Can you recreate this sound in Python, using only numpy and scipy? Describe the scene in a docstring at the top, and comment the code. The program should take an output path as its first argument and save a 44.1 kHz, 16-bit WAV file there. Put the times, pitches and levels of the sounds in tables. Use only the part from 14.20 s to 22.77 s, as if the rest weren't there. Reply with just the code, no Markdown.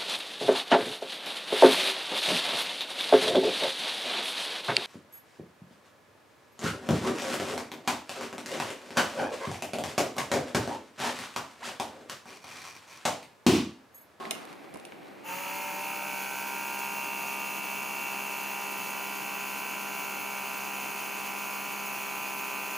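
"""In a small room a plastic food container slides to rest on a table, excited by friction, while a cordless
vacuum pump bumps and clicks onto its lid. At about 1 s the motor spins up and drives a small piston,
three turns to a stroke: the gears rattle, the brushes fizz and periodic knocks make the housing buzz.
From about 1.5 s the lid is sealed, and the buzz changes colour as the vacuum builds. The plastic clicks
twice more, and the pump runs on at a nearly steady speed."""
import sys
import numpy as np
from scipy import signal
from scipy.fft import rfft, irfft, next_fast_len
from scipy.io import wavfile
from scipy.ndimage import map_coordinates

SR = 44100
rng = np.random.default_rng(int(sys.argv[2]) if len(sys.argv) > 2 else 0)


def generate_wav(sig):
    """Save sig (samples, or channels by samples) to the path in sys.argv[1] as 16-bit PCM at SR."""
    pcm = np.round(np.clip(np.atleast_2d(sig).T, -1, 1) * 32767).astype(np.int16)
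    wavfile.write(sys.argv[1], SR, pcm)


N = 377937

# Likeness of the left and right noise (f/Hz, correlation)
COHERENCE = [(60, -0.69), (150, -0.099), (300, 0.34), (600, 0.11), (1300, 0.48), (2600, 0.71), (6000, 0.95),
             (14000, 0.71)]
# Spectra of room tone and of sliding friction (f/Hz, density level/dB)
AIR_SPECTRUM = [(25, -49), (50, -21), (100, -11.5), (150, -2.5), (220, -2.5), (300, 0), (450, -2),
                (750, -4), (1100, -16.5), (2300, -11), (3500, -26.5), (7000, -34), (15500, -33)]
FRICTION_SPECTRUM = [(30, -60), (90, -41), (200, -8), (380, -0.5), (550, -2.5), (1100, 0), (1600, -5),
                     (1900, -11), (4000, -13), (5500, -20.5), (10000, -26.5), (15500, -37)]
# Resonances of the room and of the container (f/Hz, half width/Hz, gain/dB)
ROOM_MODES = [(300, 20, 4.5), (385, 15, 1.5), (770, 31, 5)]
CONTAINER_MODES = [(233, 20, 12), (373, 23, 11), (687, 29, 9), (766, 16, 10), (894, 25, 2),
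                   (1090, 16, 12.5)]
# Scrapes of fingers and pump foot on the lid (t/s, half length/s, level/dB)
RUBS = [(.17, 0.043, -50), (.23, 0.028, -51), (.305, 0.045, -51), (0.44, 0.018, -63), (.76, 0.026, -68)]
# Impacts of the pump's foot on the lid (t/s, level/dB)
TAPS = [(0.0532, -29), (.3285, -41), (0.7217, -37.5)]
# Booms of the settling container (t/s, level/dB, f/Hz)
BUMPS = [(.068, -37, 225), (.125, -37.5, 232), (.548, -43, 298), (.882, -44, 296)]
# Clicks of pump and lid (t/s, level/dB, relative thud level/dB, tilt/(dB per octave))
CLICKS = [(.1086, -25, -25, 4), (.1095, -14.5, -27, 1.5), (.1106, -14.5, -27, -1.5), (.119, -32, -10, -1),
          (.1517, -32, -8, 1.5), (.253, -35, -12, 2), (.329, -40, -8, 2), (.5405, -34.5, 0, 1),
          (.5457, -37.5, 0, 0), (.558, -43, 13, 4), (.5725, -38, 0, 6), (.599, -36, -11, -1),
          (.6517, -32, -18, -2), (.653, -36, -17, 2), (.888, -60, 22, 0), (1.979, -27, -15, 3),
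          (2.591, -26, -12, 3)]
# Spectra of a tap, of snapping plastic and of the knocked container (f/Hz, density level/dB)
TAP_SPECTRUM = [(200, -16), (800, 2), (1400, -1), (2100, 1), (3200, -12), (6000, -26), (9000, -36),
                (15500, -46)]
SNAP_SPECTRUM = [(300, -30), (1600, -8), (2100, 2), (2650, 10), (3200, 2), (4400, -1.5), (5700, -1.5),
                 (7200, -4.5), (9300, 2.5), (10800, 0), (12000, -10), (15500, -13)]
THUD_SPECTRUM = [(30, -55), (80, -33), (230, 8), (750, 1), (1100, -7), (2200, -11), (4000, -33),
                 (12000, -47)]
# Modes of the lid (f/Hz, relative level/dB, T60/s)
LID_MODES = [(2140, -27.5, 0.15), (2770, -30, .08), (3830, -36, .08)]
# Reverberation time of the room (f/Hz, T60/s)
ROOM_T60 = [(200, 0.35), (2500, 0.34), (7000, 0.31), (14000, 0.28)]
# Piston speed: spin-up, a step as the lid seals, a slow sway with the load (t/s, stroke rate/Hz)
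STROKE_RATE = [(1.03, 58.6), (1.2, 62.66), (1.3, 63.76), (1.38, 64.75), (1.55, 64.57), (1.62, 65.62),
               (1.71, 65.6), (1.81, 65.96), (2.25, 66.78), (2.43, 66.76), (2.67, 67.04), (3.05, 66.82),
               (3.35, 67.13), (3.75, 67.21), (4, 67.07), (4.2, 67.2), (4.57, 67.25), (4.7, 67.05),
               (5.3, 67.12), (6.2, 67.03), (6.7, 67.18), (7.3, 66.93), (7.5, 67.02), (8, 66.95),
               (8.3, 67.03), (8.55, 66.95)]
# Spectra of loose gears and of brush and air fizz (f/Hz, density level/dB)
GEAR_SPECTRUM = [(90, -12), (170, -2.5), (300, -3), (500, -1), (750, -0.5), (1000, 1.5), (1400, 0.5),
                 (1800, -2.5), (2300, -1), (2750, 0), (3020, -1), (3300, -30), (6000, -38)]
FIZZ_SPECTRUM = [(1500, -46), (3100, -1), (3750, -5), (4500, -2.5), (5200, -4.5), (6000, -2.5), (6750, 0.5),
                 (7300, -8), (9000, -5.5), (9800, -10), (10800, -3.5), (12000, -5), (13000, -1.5),
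                 (13500, -4), (15500, -9.5)]
# Resonances of the pump case and in the fizz (f/Hz, half width/Hz, gain/dB)
CASE_MODES = [(904, 21, 4.5), (2670, 60, 3.5)]
FIZZ_PEAKS = [(6600, 380, 1.5), (10950, 350, 4.5), (14870, 280, 16.5)]
# Stroke harmonics (order, level in free air/dB, level under vacuum/dB, left minus right/dB)
HARMONICS = [(3, -54, -50.3, 0), (6, -59, -53, 0), (9, -46.5, -56.5, 2), (10, -62, -54.5, -2),
             (11, -61, -53.5, -1), (12, -44, -46.7, -1), (13, -63, -51, 0), (14, -40.5, -47, -1),
             (15, -44, -44, -3), (16, -55, -58.5, 2), (17, -70, -51, 1), (18, -58, -49.5, -6),
             (19, -61, -64, 0), (20, -54, -50, -1), (21, -50, -49, -2), (23, -56, -50.5, -1),
             (24, -58, -61, 0), (25, -56, -68, 0), (26, -55, -68, 0), (27, -71, -61, 0), (29, -59, -57, -1),
             (31, -66, -61, 0), (32, -61, -54, -1), (33, -47.5, -58, 0), (34, -54, -46, 1),
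             (35, -54, -55, -4), (36, -51, -49.5, -4), (37, -45.5, -43.5, -2), (38, -55, -58, 0),
             (39, -49, -44, 1), (40, -54, -50.5, 0), (41, -43.5, -45, 1), (42, -53, -60, 3),
             (43, -51, -56.5, 1), (45, -48, -55, 2)]
# Piston and valve contacts via body and housing, valves flapping freely (phase/strokes, level/dB)
FREE_BODY_KNOCKS = [(.17, -1), (.26, 0), (.72, -5), (.88, -2)]
FREE_HOUSING_KNOCKS = [(.47, -2), (.58, -2), (.72, 0), (.83, 0)]
# The same contacts once the vacuum holds the valves (phase/strokes, level/dB)
LOADED_BODY_KNOCKS = [(.098, 0), (.169, 0), (.702, 1), (.846, 0)]
LOADED_HOUSING_KNOCKS = [(.129, -3), (.201, -4), (.799, 0), (.976, -1)]
# Harmonics that bloom or fade during spin-up and while the pump runs (order, t/s, half length/s, gain/dB)
SWELLS = [(12, 1.15, .15, -8), (29, 1.15, .08, 8), (33, 1.15, .15, -8), (37, 1.15, .15, -6),
          (9, 1.85, .2, 4), (15, 2.0, .25, -5), (18, 2.0, .35, -11), (19, 1.8, .2, 14), (23, 2.05, .35, 7),
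          (24, 2.4, .6, 10), (41, 1.74, .15, 4), (42, 1.72, .12, 7), (34, 1.9, .25, 5), (40, 1.8, .2, 6),
          (41, 2.2, .25, -7), (13, 2.1, .9, 4), (35, 2.0, .25, 6), (21, 2.4, .25, 4), (45, 2.2, .7, -9),
          (33, 2.6, .6, 7), (38, 2.7, 1.3, -10), (32, 2.8, 2, -5), (37, 2.6, .6, 1.5), (14, 3.2, 1.5, 6),
          (20, 3.3, 1.2, -8), (39, 3.4, .7, 3.5), (34, 3.7, .55, 4), (40, 3.8, 1.4, 6), (41, 3.4, .9, 3),
          (37, 4.9, .9, -4), (18, 5.3, 1, -4), (23, 3.8, .8, -3), (15, 8.3, .8, 2)]

START_S, SEAL_S = 1.03, 1.53  # the pump is switched on; the lid seals
NOISE_RISE_S, TONE_RISE_S, SETTLE_S = 0.061, 0.1, 0.48  # noise arrives, buzz forms, chatter ends
FREE_HZ, FULL_HZ = 64.8, 67.25  # stroke rate in free air and under vacuum


def amp(db):
    """Amplitude ratio of a level in decibels."""
    return 10 ** (np.asarray(db) / 20)


def along(points, hz):
    """Interpolation of (f/Hz, value) points on a logarithmic frequency axis."""
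    f, v = np.transpose(points)
    return np.interp(np.log(hz + 1), np.log(f + 1), v)


def resonance_db(peaks, hz):
    """Gain of a set of resonances, each a Lorentzian peak in decibels."""
    return sum(db / (1 + ((hz - centre) / width) ** 2) for centre, width, db in peaks)


def since(s):
    """Seconds elapsed since time s, zero before it."""
    return np.maximum(np.arange(N) / SR - s, 0)


def rise(s, lag_s):
    """First-order step response from 0 to 1, beginning at time s."""
    return 1 - np.exp(-since(s) / lag_s)


def bell(s, width_s):
    """Gaussian envelope centred on time s."""
    return np.exp(-((since(0) - s) / width_s) ** 2)


def wobble(rate):
    """Smooth random modulation: a spline through `rate` Gaussian knots a second."""
    knots = rng.standard_normal(int(N * rate / SR) + 4)
    coarse = np.linspace(0, N, 8 * len(knots))
    return np.interp(np.arange(N), coarse, map_coordinates(knots, [coarse * rate / SR]))


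def filtered(x, response):
    """Linear filtering: the spectrum of x times a frequency response."""
    m = next_fast_len(N + SR // 2)
    return irfft(rfft(x, m) * response(np.fft.rfftfreq(m, 1 / SR)), m)[..., :N]


def noise(spectrum, peaks=(), gate=1, ripple_db=0):
    """Source and filter: gated white noise, coloured into partly coherent stereo of rms 1."""
    def colour(hz):
        grid = np.arange(0, SR / 2, 45)
        ripple = ripple_db * np.interp(hz, grid, rng.standard_normal(len(grid)))  # many small resonances
        db = along(spectrum, hz) + resonance_db(peaks, hz) + ripple
        spread = np.arccos(np.clip(along(COHERENCE, hz), -1, 1)) / 2
        return amp(db) * np.array([np.cos(spread), np.sin(spread)])
    mid, side = filtered(gate * rng.standard_normal((2, N)), colour)
    stereo = np.array([mid + side, mid - side])
    return stereo / np.sqrt(np.mean(stereo ** 2) + 1e-20)


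def room_tone(level_db=-48.5):
    """Standing waves of the room colour a steady background noise."""
    return amp(level_db) * noise(AIR_SPECTRUM, ROOM_MODES)


def slide(push_end_s=0.063, stop_s=0.094, squeak_hz=1077, squeak_stop_s=0.023):
    """Friction excites the container's modes and its foot squeaks; both decay after the push."""
    coasting = since(push_end_s)
    judder = amp(-39.5 + 2 * wobble(58)) * np.exp(-coasting / stop_s)
    cycles = squeak_hz * since(0) + 0.15 * wobble(42)
    squeak = amp(-46.5) * np.exp(-coasting / squeak_stop_s) * np.sin(2 * np.pi * cycles)
    return judder * noise(FRICTION_SPECTRUM, CONTAINER_MODES, gate=amp(0.5 * wobble(295))) + squeak


def fingers(release_s=0.27, grain_db=2.0):
    """Friction of fingers on plastic, with a few short scrapes, fades once the pump runs."""
    grip = amp(-56 + wobble(12.7)) * np.exp(-since(START_S) / release_s)
    scrapes = sum(amp(db) * bell(s, width) for s, width, db in RUBS)
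    return (grip + scrapes) * noise(FRICTION_SPECTRUM, gate=amp(grain_db * wobble(500)))


def taps(t60=0.017):
    """Heavily damped impacts: the pump's foot meets the lid with a dull clack."""
    envelope = sum(amp(db - 60 * since(s) / t60) * (since(s) > 0) for s, db in TAPS)
    return envelope * noise(TAP_SPECTRUM)


def reverberation(x):
    """A diffuse field decays exponentially, the treble soonest."""
    hz, t, spectra = signal.stft(rng.standard_normal((2, SR // 2)), SR, nperseg=256)
    decay = amp(-60 * t / along(ROOM_T60, hz)[:, None])
    tail = signal.istft(spectra * decay, SR, nperseg=256)[1]
    return signal.fftconvolve(x.mean(axis=0)[None], tail / np.linalg.norm(tail[0]), axes=1)[:, :N]


def bumps(t60=0.15, attack_s=0.008):
    """Damped free vibration: the hollow container rocks and booms in one low mode at a time."""
    return sum(amp(db - 60 * since(s) / t60) * rise(s, attack_s) * np.sin(2 * np.pi * hz * since(s))
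               for s, db, hz in BUMPS)


def snap(tilt_db, t, crumble_db=-7, crumble_t60=0.007):
    """Impulse response of stiff plastic to one sharp release and a crumble of tiny contacts."""
    hz = np.fft.rfftfreq(len(t), 1 / SR)
    octaves = np.log2(np.maximum(hz, 1500) / 5000)
    cepstrum = irfft(np.log(amp(along(SNAP_SPECTRUM, hz) + tilt_db * octaves)))
    causal = (t > 0) * (t < t[-1] / 2)  # minimum phase: ringing only follows the contact
    ring = irfft(np.exp(rfft(2 * cepstrum * causal)))
    contact = (t == 0) + amp(crumble_db - 60 * t / crumble_t60) * rng.standard_normal((2, len(t)))
    return signal.fftconvolve(contact, ring[None] / np.linalg.norm(ring), axes=1)[:, :len(t)]


def clicks(thud_t60=0.042, snap_db=2.0, thud_db=-7):
    """Impulsive excitation: each snap rings the lid's modes and knocks the hollow container."""
    out, thud = np.zeros((2, N)), np.zeros(N)
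    t = np.arange(2 * (SR // 10)) / SR
    for s, db, knock_db, tilt_db in CLICKS:
        span = slice(round(s * SR), round(s * SR) + len(t))
        lid = 0
        for hz, mode_db, t60 in LID_MODES:
            decay = amp(mode_db + rng.normal(0, 2.0) - 60 * t / t60)
            lid += decay * np.sin(2 * np.pi * (hz * t + rng.random()))
        out[:, span] += amp(db) * (amp(snap_db) * snap(tilt_db, t) + lid)
        thud[span] += amp(db + knock_db + thud_db - 60 * t / thud_t60)
    return out + thud * noise(THUD_SPECTRUM)


def gear_rattle(stroke, ring, depth, spike_db=1.5):
    """Backlash: uneven gear impacts ring the case, most strongly while the piston pushes."""
    push = 1 + depth * np.cos(2 * np.pi * (stroke - .96))
    modes = [(hz, width, ring * db) for hz, width, db in CASE_MODES]
    return noise(GEAR_SPECTRUM, modes, gate=push * amp(spike_db * wobble(700)))


def brush_fizz(stroke, depth=0.13, flutter_db=0.5):
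    """Amplitude modulation: the noise of the brushes swells once per motor turn."""
    turn = 3 * stroke
    pulse = 1 + depth * np.cos(2 * np.pi * (turn - .52))
    return noise(FIZZ_SPECTRUM, FIZZ_PEAKS, gate=pulse * amp(flutter_db * wobble(40)), ripple_db=2.5)


def knock_phase(knocks, order):
    """Phase of one Fourier component of a stroke's knocks."""
    share, db = np.transpose(knocks)
    return np.angle(np.sum(amp(db) * np.exp(-2j * np.pi * order * share)))


def piston_buzz(stroke, speed, body_hz=500, housing_hz=1750, draw_s=0.44, grip_db=1.16):
    """Periodic knocks form a harmonic series: low in the motor, mid in the body, high in the housing."""
    vacuum = rise(SEAL_S, draw_s)
    labour_db = -0.5 * np.maximum(FREE_HZ - speed, 0)  # a slow piston knocks softly
    scatter_db = 0.6 + 4 * (1 - rise(START_S, TONE_RISE_S))  # knocks are most uneven at the start
    body_db, housing_db = scatter_db * wobble(190), scatter_db * wobble(230)
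    out = np.zeros((2, N))
    for order, free_db, loaded_db, pan_db in HARMONICS:
        hz = order * FREE_HZ
        low = hz < housing_hz
        # the harmonics line up on the knocks, so each stroke chugs
        free = knock_phase(FREE_BODY_KNOCKS if low else FREE_HOUSING_KNOCKS, order)
        loaded = knock_phase(LOADED_BODY_KNOCKS if low else LOADED_HOUSING_KNOCKS, order)
        shift = np.angle(np.exp(1j * (loaded - free)))
        smear = rng.normal(0, 0.37 if low else 0.5)  # reflections blur the alignment
        phase = 2 * np.pi * order * stroke + free + vacuum * shift + smear
        # during spin-up each harmonic sweeps through the resonances of the case
        running_db = resonance_db(CASE_MODES, order * np.maximum(speed, FREE_HZ))
        sweep_db = 1.9 * (resonance_db(CASE_MODES, order * speed) - running_db)
        drift_db = grip_db * min(hz / 1200, 1) * wobble(1.5)  # the shifting grip sways the treble most
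        swell_db = sum(db * bell(s, width) for k, s, width, db in SWELLS if k == order)
        load_db = free_db + vacuum * (loaded_db - free_db) + swell_db
        knock_db = 0 if hz < body_hz else body_db if low else housing_db
        level = amp(knock_db + load_db + labour_db + sweep_db + drift_db + wobble(14))
        lag_rad = 0.17 * low  # low tones arrive later on the left
        out[0] += level * amp(pan_db / 2) * np.cos(phase - lag_rad / 2)
        out[1] += level * amp(-pan_db / 2) * np.cos(phase + lag_rad / 2)
    return out


def pump(jitter=0.00035, wander=0.0014, fizz_db_per_hz=0.4):
    """Quasi-periodic drive: one stroke phase times gears, brushes and piston; early chatter dies away."""
    speed = np.interp(since(0), *np.transpose(STROKE_RATE))
    stroke = np.cumsum(speed) / SR + jitter * wobble(45) + wander * wobble(6)
    on, tonal, settled = (np.clip(since(START_S) / rise_s, 0, 1)
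                          for rise_s in (NOISE_RISE_S, TONE_RISE_S, SETTLE_S))
    chatter = amp(-42) * (1 - settled ** 2) * gear_rattle(stroke, ring=3.3, depth=0.33)
    gears = amp(-44) * gear_rattle(stroke, ring=0.74, depth=0.092)
    brushes = amp(-41.5 - fizz_db_per_hz * (FULL_HZ - speed)) * brush_fizz(stroke)
    return tonal * piston_buzz(stroke, speed) + on * (chatter + gears + brushes)


def scene(reverb_db=-4, pan_db=-0.6, echo_s=0.0061, echo_db=-16):
    """Superposition of handling, pump and room tone; impacts echo off a near surface and reverberate."""
    hits = clicks() + taps() + bumps()
    echo = amp(echo_db) * filtered(hits, lambda hz: np.exp(-2j * np.pi * hz * echo_s))
    handling = hits + echo + amp(reverb_db) * reverberation(hits) + slide() + fingers()
    return amp([[pan_db], [-pan_db]]) * handling + pump() + room_tone()


def record(dry, bass_hz=50, top_hz=15480):
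    """Band limiting: a first-order bass roll-off and a steep treble cut."""
    return filtered(dry, lambda hz: hz / np.hypot(hz, bass_hz) / np.sqrt(1 + (hz / top_hz) ** 240))


dry = scene()
out = record(dry)
generate_wav(out)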